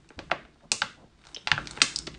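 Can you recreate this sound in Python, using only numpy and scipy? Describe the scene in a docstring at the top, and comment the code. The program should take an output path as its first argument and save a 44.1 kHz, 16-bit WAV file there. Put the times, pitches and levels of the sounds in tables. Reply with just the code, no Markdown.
"""Someone drains a thin plastic bottle in a small room, then lowers it.
Over the hush of the room, creases tick and the bottle thumps softly in the hand. Panels of its wall
buckle with sharp snaps that ring in the shell and bounce along the air inside. Water gurgles twice,
the lips leave the bottle with wet pings, and the air in it hums once. A sleeve rustles as the arm
comes down, among more snaps and ticks."""
import sys
import numpy as np
from scipy import signal
from scipy.fft import rfft, irfft, next_fast_len
from scipy.io import wavfile

SR = 44100
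rng = np.random.default_rng(int(sys.argv[2]) if len(sys.argv) > 2 else 0)


def persist_wave(psi):
    """Save psi, clipped to +-1, as 16-bit WAV."""
    counts = np.round(np.clip(psi, -1, 1) * 32767).astype(np.int16)
    wavfile.write(sys.argv[1], SR, np.atleast_2d(counts).T)


N = 96314
TIME = np.arange(N) / SR


def from_db(db):
    """Turn decibels into a factor to multiply a sound by."""
    return 10 ** (np.asarray(db) / 20)


def unit(x):
    """Scale a sound to an energy of one."""
    return x / np.sqrt(np.sum(x ** 2) + 1e-20)


def at_hz(points, hz):
    """Read between the rows of a (frequency, value) table, with octaves evenly spaced."""
    frequencies, values = np.transpose(points)
    return np.interp(np.log(np.maximum(hz, 1)), np.log(frequencies), values)


def cut(x, hz, kind, order=2):
    """Keep the "low" side, the "high" side or a "band"; a higher order cuts more steeply."""
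    return signal.sosfilt(signal.butter(order, np.clip(hz, 10, .45 * SR), kind, fs=SR, output="sos"), x)


def click(size=4096):
    """The shortest possible tap: one sample, then silence."""
    return signal.unit_impulse(size) + 1e-18


def ring(x, hz, t60):
    """Let x set one pitch ringing; t60 is the seconds it takes to fade by 60 dB."""
    decay, angle = from_db(-60 / (t60 * SR)), 2 * np.pi * hz / SR
    return unit(signal.lfilter([1, 0, -1], [1, -2 * decay * np.cos(angle), decay * decay], x))


def add(track, s, db, sound, window_s=.004):
    """Place a sound of energy one at s seconds; spread over window_s, it would have level db."""
    start = int(s * SR)
    part = sound[:N - start]
    track[start:start + len(part)] += from_db(db) * np.sqrt(window_s * SR) * part


def noise(colour):
    """Noise with an average power of one; colour sets its balance of low and high."""
    size = next_fast_len(N)
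    hz = np.arange(size // 2 + 1) * SR / size
    spectrum = rfft(rng.standard_normal(size)) * from_db(at_hz(colour, hz))
    return unit(irfft(spectrum, size)[:N]) * np.sqrt(N)


def bottle(x, dispersion=0.71, shell_t60=0.0053, bounce_share=0.49):
    """The thin wall smears a crack, the shell rings, and the sound bounces along the air inside."""
    # the pitches at which the shell rings: (pitch [Hz], relative level [dB])
    shell = [(860, -8), (1300, 3.5), (1650, -4.5), (2020, -12.5), (2450, -1.5), (2850, -7.5), (3700, -2),
             (4600, -1), (5600, -20.5), (8100, 0)]
    # in a bending wall the treble runs ahead of the bass
    smear = np.tile([-dispersion, 1, 0, 1, -dispersion, 0], (8, 1))
    crack = unit(signal.sosfilt(smear, x))
    strength = abs(rfft(crack))
    ringing = sum(from_db(db) * strength[int(hz * len(x) / SR)] * ring(crack, hz, shell_t60)
                  for hz, db in shell)
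    sound = crack + from_db(-9.5) * ringing
    round_trip = int(0.0012485 * SR * rng.uniform(0.83, 1.2))   # along the bottle and back, in samples
    return unit(sum(bounce_share ** k * np.pad(sound, (k * round_trip, 0))[:len(x)] for k in range(3)))


def still_air():
    """The air of the room makes a faint, steady hush."""
    # tone of the hush: (frequency [Hz], relative level [dB])
    colour = [(25, -1.5), (58, 2), (97, -13), (160, -9.5), (384, -15.5), (600, -18), (1050, -19.5),
              (2930, -24), (4260, -25.5), (8180, -37), (10000, -29)]
    return from_db(-62.5) * noise(colour)


def sleeve(crinkles_per_s=110, spread_db=3):
    """Low rumble, cloth rustle and tiny crinkles of the plastic follow the arm."""
    # rumble of sleeve and grip: (time [s], level [dB])
    rumble_levels = [(0, -56.5), (.13, -67.5), (.23, -49.5), (.45, -59.5), (.57, -75), (.9, -60),
                     (1.03, -68.5), (1.15, -68.5), (1.45, -57), (1.62, -45.5), (1.76, -50.5), (1.92, -56),
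                     (2.02, -49), (2.18, -49)]
    # tone of the rumble: (frequency [Hz], relative level [dB])
    rumble_colour = [(25, -14), (58, 8), (95, -9.5), (150, 5), (230, -7.5), (340, -0.5), (550, -25.5),
                     (1500, -33)]
    # rustle of the cloth: (time [s], level [dB])
    rustle_levels = [(0, -70.5), (1.15, -76.5), (1.29, -56.5), (1.44, -64), (1.62, -57), (1.75, -49.5),
                     (1.95, -54), (2.18, -70)]
    # tone of the rustle: (frequency [Hz], relative level [dB])
    rustle_colour = [(300, -2), (1000, 4), (4000, -9), (9000, -7)]
    rumble = from_db(np.interp(TIME, *np.transpose(rumble_levels))) * noise(rumble_colour)
    sizes = from_db(spread_db * np.minimum(rng.exponential(1, N), 3)) * rng.choice([-1, 1], N)
    taps = sizes * (rng.random(N) < crinkles_per_s / SR) + 1e-18
    crinkles = bottle(cut(taps, [800, 5500], "band")) * np.sqrt(N)
    movement = from_db(np.interp(TIME, *np.transpose(rustle_levels)))
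    return rumble + movement * (noise(rustle_colour) + from_db(-2) * crinkles)


def buckle(hz, ring_db, top_hz, bass_db):
    """A panel flips: it cracks, mainly above its own pitch, and rings briefly."""
    treble = cut(click(), hz, "high", order=3)
    bass = cut(cut(click(), hz, "low"), 120, "high", order=1)
    crack = unit(cut(treble + from_db(bass_db) * bass, top_hz, "low", order=3))
    t60 = 0.0064 * (1400 / hz) ** 0.27   # larger, lower panels ring longer
    ringing = ring(cut(click(), top_hz, "low"), hz, t60)
    return unit(crack + from_db(ring_db) * ringing)


def crease_ticks(ring_db=-4.5, bass_db=-10.5, echo_db=-6.5):
    """Creases in the plastic give way with small ticks."""
    # one tick a row: (time [s], level [dB], pitch [Hz], treble limit [Hz])
    ticks = [(0.09, -52, 2760, 8000), (0.104, -47, 870, 1900), (0.299, -42, 750, 1097),
             (0.312, -31, 1520, 2740), (0.451, -49, 730, 2470), (0.558, -61.5, 450, 700),
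             (0.607, -60, 1510, 1450), (1.252, -51.5, 900, 6000), (1.269, -46, 4200, 5200),
             (1.239, -54, 1140, 2590), (1.657, -48, 3000, 5500), (1.672, -32.5, 2280, 5500),
             (1.681, -48, 1852, 5300), (1.710, -34.5, 4380, 9000), (1.774, -35, 890, 2400),
             (1.786, -46.5, 923, 2800), (1.803, -37.5, 1810, 2290), (2.069, -37, 3160, 5740),
             (2.072, -31.5, 2170, 4400), (2.076, -39.5, 1330, 3260), (2.1428, -47, 2580, 3700),
             (2.148, -45, 1970, 2780)]
    return [(s, db, buckle(hz, ring_db, top_hz, bass_db), echo_db) for s, db, hz, top_hz in ticks]


def hand_thumps(octaves_each_side=0.57, echo_db=-10.5):
    """Bottle and hand knock together: each time a dull, dying shudder around one pitch."""
    # soft knocks: (time [s], level [dB], pitch [Hz], time to fade by 60 dB [s])
    thumps = [(0.106, -45, 310, .05), (0.168, -37, 61.5, 0.23), (0.180, -39.5, 316, .05),
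              (0.191, -38, 262, 0.03), (0.215, -40.5, 57, .22), (0.32, -32, 232, .1),
              (0.447, -51.5, 257, 0.1), (0.65, -46.5, 180, 0.13), (0.719, -41.5, 103, .08),
              (0.721, -36.5, 325.7, 0.082), (0.822, -41, 167, .18), (1.029, -46.5, 200, 0.23),
              (1.368, -43, 350, 0.041), (1.522, -27, 134, 0.077), (1.774, -37, 325, 0.058),
              (1.821, -27.5, 209, 0.091), (2.075, -33, 330, 0.044)]
    t, width = TIME[:SR // 3], 2 ** octaves_each_side
    events = []
    for s, db, hz, t60 in thumps:
        shudder = rng.standard_normal(len(t)) * from_db(-60 * t / t60)
        events.append((s, db, unit(cut(shudder, [hz / width, hz * width], "band")), echo_db))
    return events


def wall_snaps():
    """Panels of the wall buckle with sharp snaps."""
    # one snap a row; ring, bass and echo are relative levels:
    # (time [s], level [dB], pitch [Hz], ring [dB], treble limit [Hz], bass [dB], echo [dB])
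    snaps = [(0.1905, -33, 583, -0.5, 4200, -35, -5.5), (0.3151, -15.5, 662, 2, 2400, -8, -10),
             (0.7175, -13.5, 2900, -10.5, 8850, -12.5, -4.5), (0.8184, -20, 1490, -4.5, 3930, -5.5, -6),
             (0.8197, -22, 872, -4.5, 1610, -7.5, -10.5), (1.4726, -20.5, 863, -3.5, 3800, -3, -10),
             (1.4799, -30.5, 930, -21, 4380, -17, -2), (1.5158, -12.5, 956, -6, 3470, -9, -10),
             (1.5164, -16, 1750, 7.5, 2550, 7, -13.5), (1.5780, -23, 1390, 4, 1870, 4, -8),
             (1.8172, -8.5, 1710, -17, 4700, -26, -9), (1.8192, -13.5, 2700, -19, 8640, -15.5, -2),
             (1.9603, -21.5, 5350, 2.5, 6370, -25, -5.5), (1.988, -26.5, 5620, -14, 6950, -37, -12)]
    return [(s, db, buckle(hz, ring_db, top_hz, bass_db), echo_db)
            for s, db, hz, ring_db, top_hz, bass_db, echo_db in snaps]


def gurgle():
    """Water shifts softly in the neck."""
    # swells of water: (time of the peak [s], half length [s], level [dB])
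    gurgles = [(0.644, 0.014, -54), (1.013, 0.035, -54.5)]
    # tone of the water: (frequency [Hz], relative level [dB])
    colour = [(150, -10.5), (400, -6.5), (700, -3), (1100, -15), (2200, -38)]
    swell = sum(from_db(db) * np.exp(-.5 * ((TIME - s) / width) ** 2) for s, width, db in gurgles)
    return swell * noise(colour)


def lip_pings(t60=.011, echo_db=-5.5):
    """The lips leave the mouth of the bottle with wet pings."""
    # one ping a row: (time [s], level [dB], pitch [Hz])
    pings = [(1.346, -34.5, 5340), (1.3479, -41, 6060), (1.347, -41.5, 3100), (1.3634, -34, 3120),
             (1.369, -38, 3740)]
    return [(s, db, ring(cut(click(), hz, "low"), hz, t60), echo_db) for s, db, hz in pings]


def bottle_hum(hz=143.6):
    """The air in the opened bottle springs against the neck and hums once."""
    track = np.zeros(N)
    push = cut(click(size=SR // 2), hz, "low")
    add(track, s=1.52, db=-25, sound=ring(push, hz, t60=0.29))
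    return track


def room_echo(x, early_db=4, early_t60=0.036, delay_s=0.0033):
    """The room answers with dense, quick reflections, then a tail that dies band by band."""
    # how long the echo lasts: (frequency [Hz], time to fade by 60 dB [s])
    fade_times = [(150, 1.5), (700, 0.1171), (1400, 0.32), (3700, 0.35), (9000, 0.35)]
    # tone of the echo: (frequency [Hz], relative level [dB])
    colour = [(150, -4), (400, -2.5), (600, 5), (900, 10), (1400, 4.5), (2800, 0), (5000, -2.5), (9000, -2)]
    t, edges_hz = TIME[:SR // 2], 60 * 2 ** np.arange(0, 8, .5)
    hiss = rng.standard_normal((2, len(t)))
    tail = np.zeros(len(t))
    for k, (low, high) in enumerate(zip(edges_hz, edges_hz[1:])):
        hz = np.sqrt(low * high)
        decay = from_db(-60 * t / at_hz(fade_times, hz)) + from_db(early_db - 60 * t / early_t60)
        tail += from_db(at_hz(colour, hz)) * decay * cut(hiss[k % 2], [low, high], "band")
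    tail = unit(tail) * np.sqrt(2 * edges_hz[-1] / SR)
    return signal.fftconvolve(x, np.pad(tail, (int(delay_s * SR), 0)))[:N]


def scene():
    """Mix all sources and the echo of the short sounds into one channel."""
    # lists of events: (time [s], level [dB], sound, relative echo level [dB])
    cracks = wall_snaps() + crease_ticks()
    soft_sounds = lip_pings() + hand_thumps()
    direct, to_room = np.zeros(N), np.zeros(N)
    for s, db, sound, _ in cracks:
        add(direct, s, db, bottle(sound))
    for s, db, sound, _ in soft_sounds:
        add(direct, s, db, sound)
    # the room hears the cracks from all sides, which evens out the bottle's ringing
    for s, db, sound, echo_db in cracks + soft_sounds:
        add(to_room, s, db + echo_db, sound)
    return (direct + room_echo(to_room) + bottle_hum() + sleeve() + gurgle() + still_air())[None]


def record(dry, peak_limit=.85, dull_hz=8650, cutoff_hz=11200):
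    """Round off the peaks, dull the treble and cut away the very top."""
    rounded = peak_limit * np.tanh(dry / peak_limit)
    dulled = cut(rounded, dull_hz, "low", order=6)
    return signal.sosfilt(signal.cheby2(16, 80, cutoff_hz, fs=SR, output="sos"), dulled)


dry = scene()
out = record(dry)
persist_wave(out)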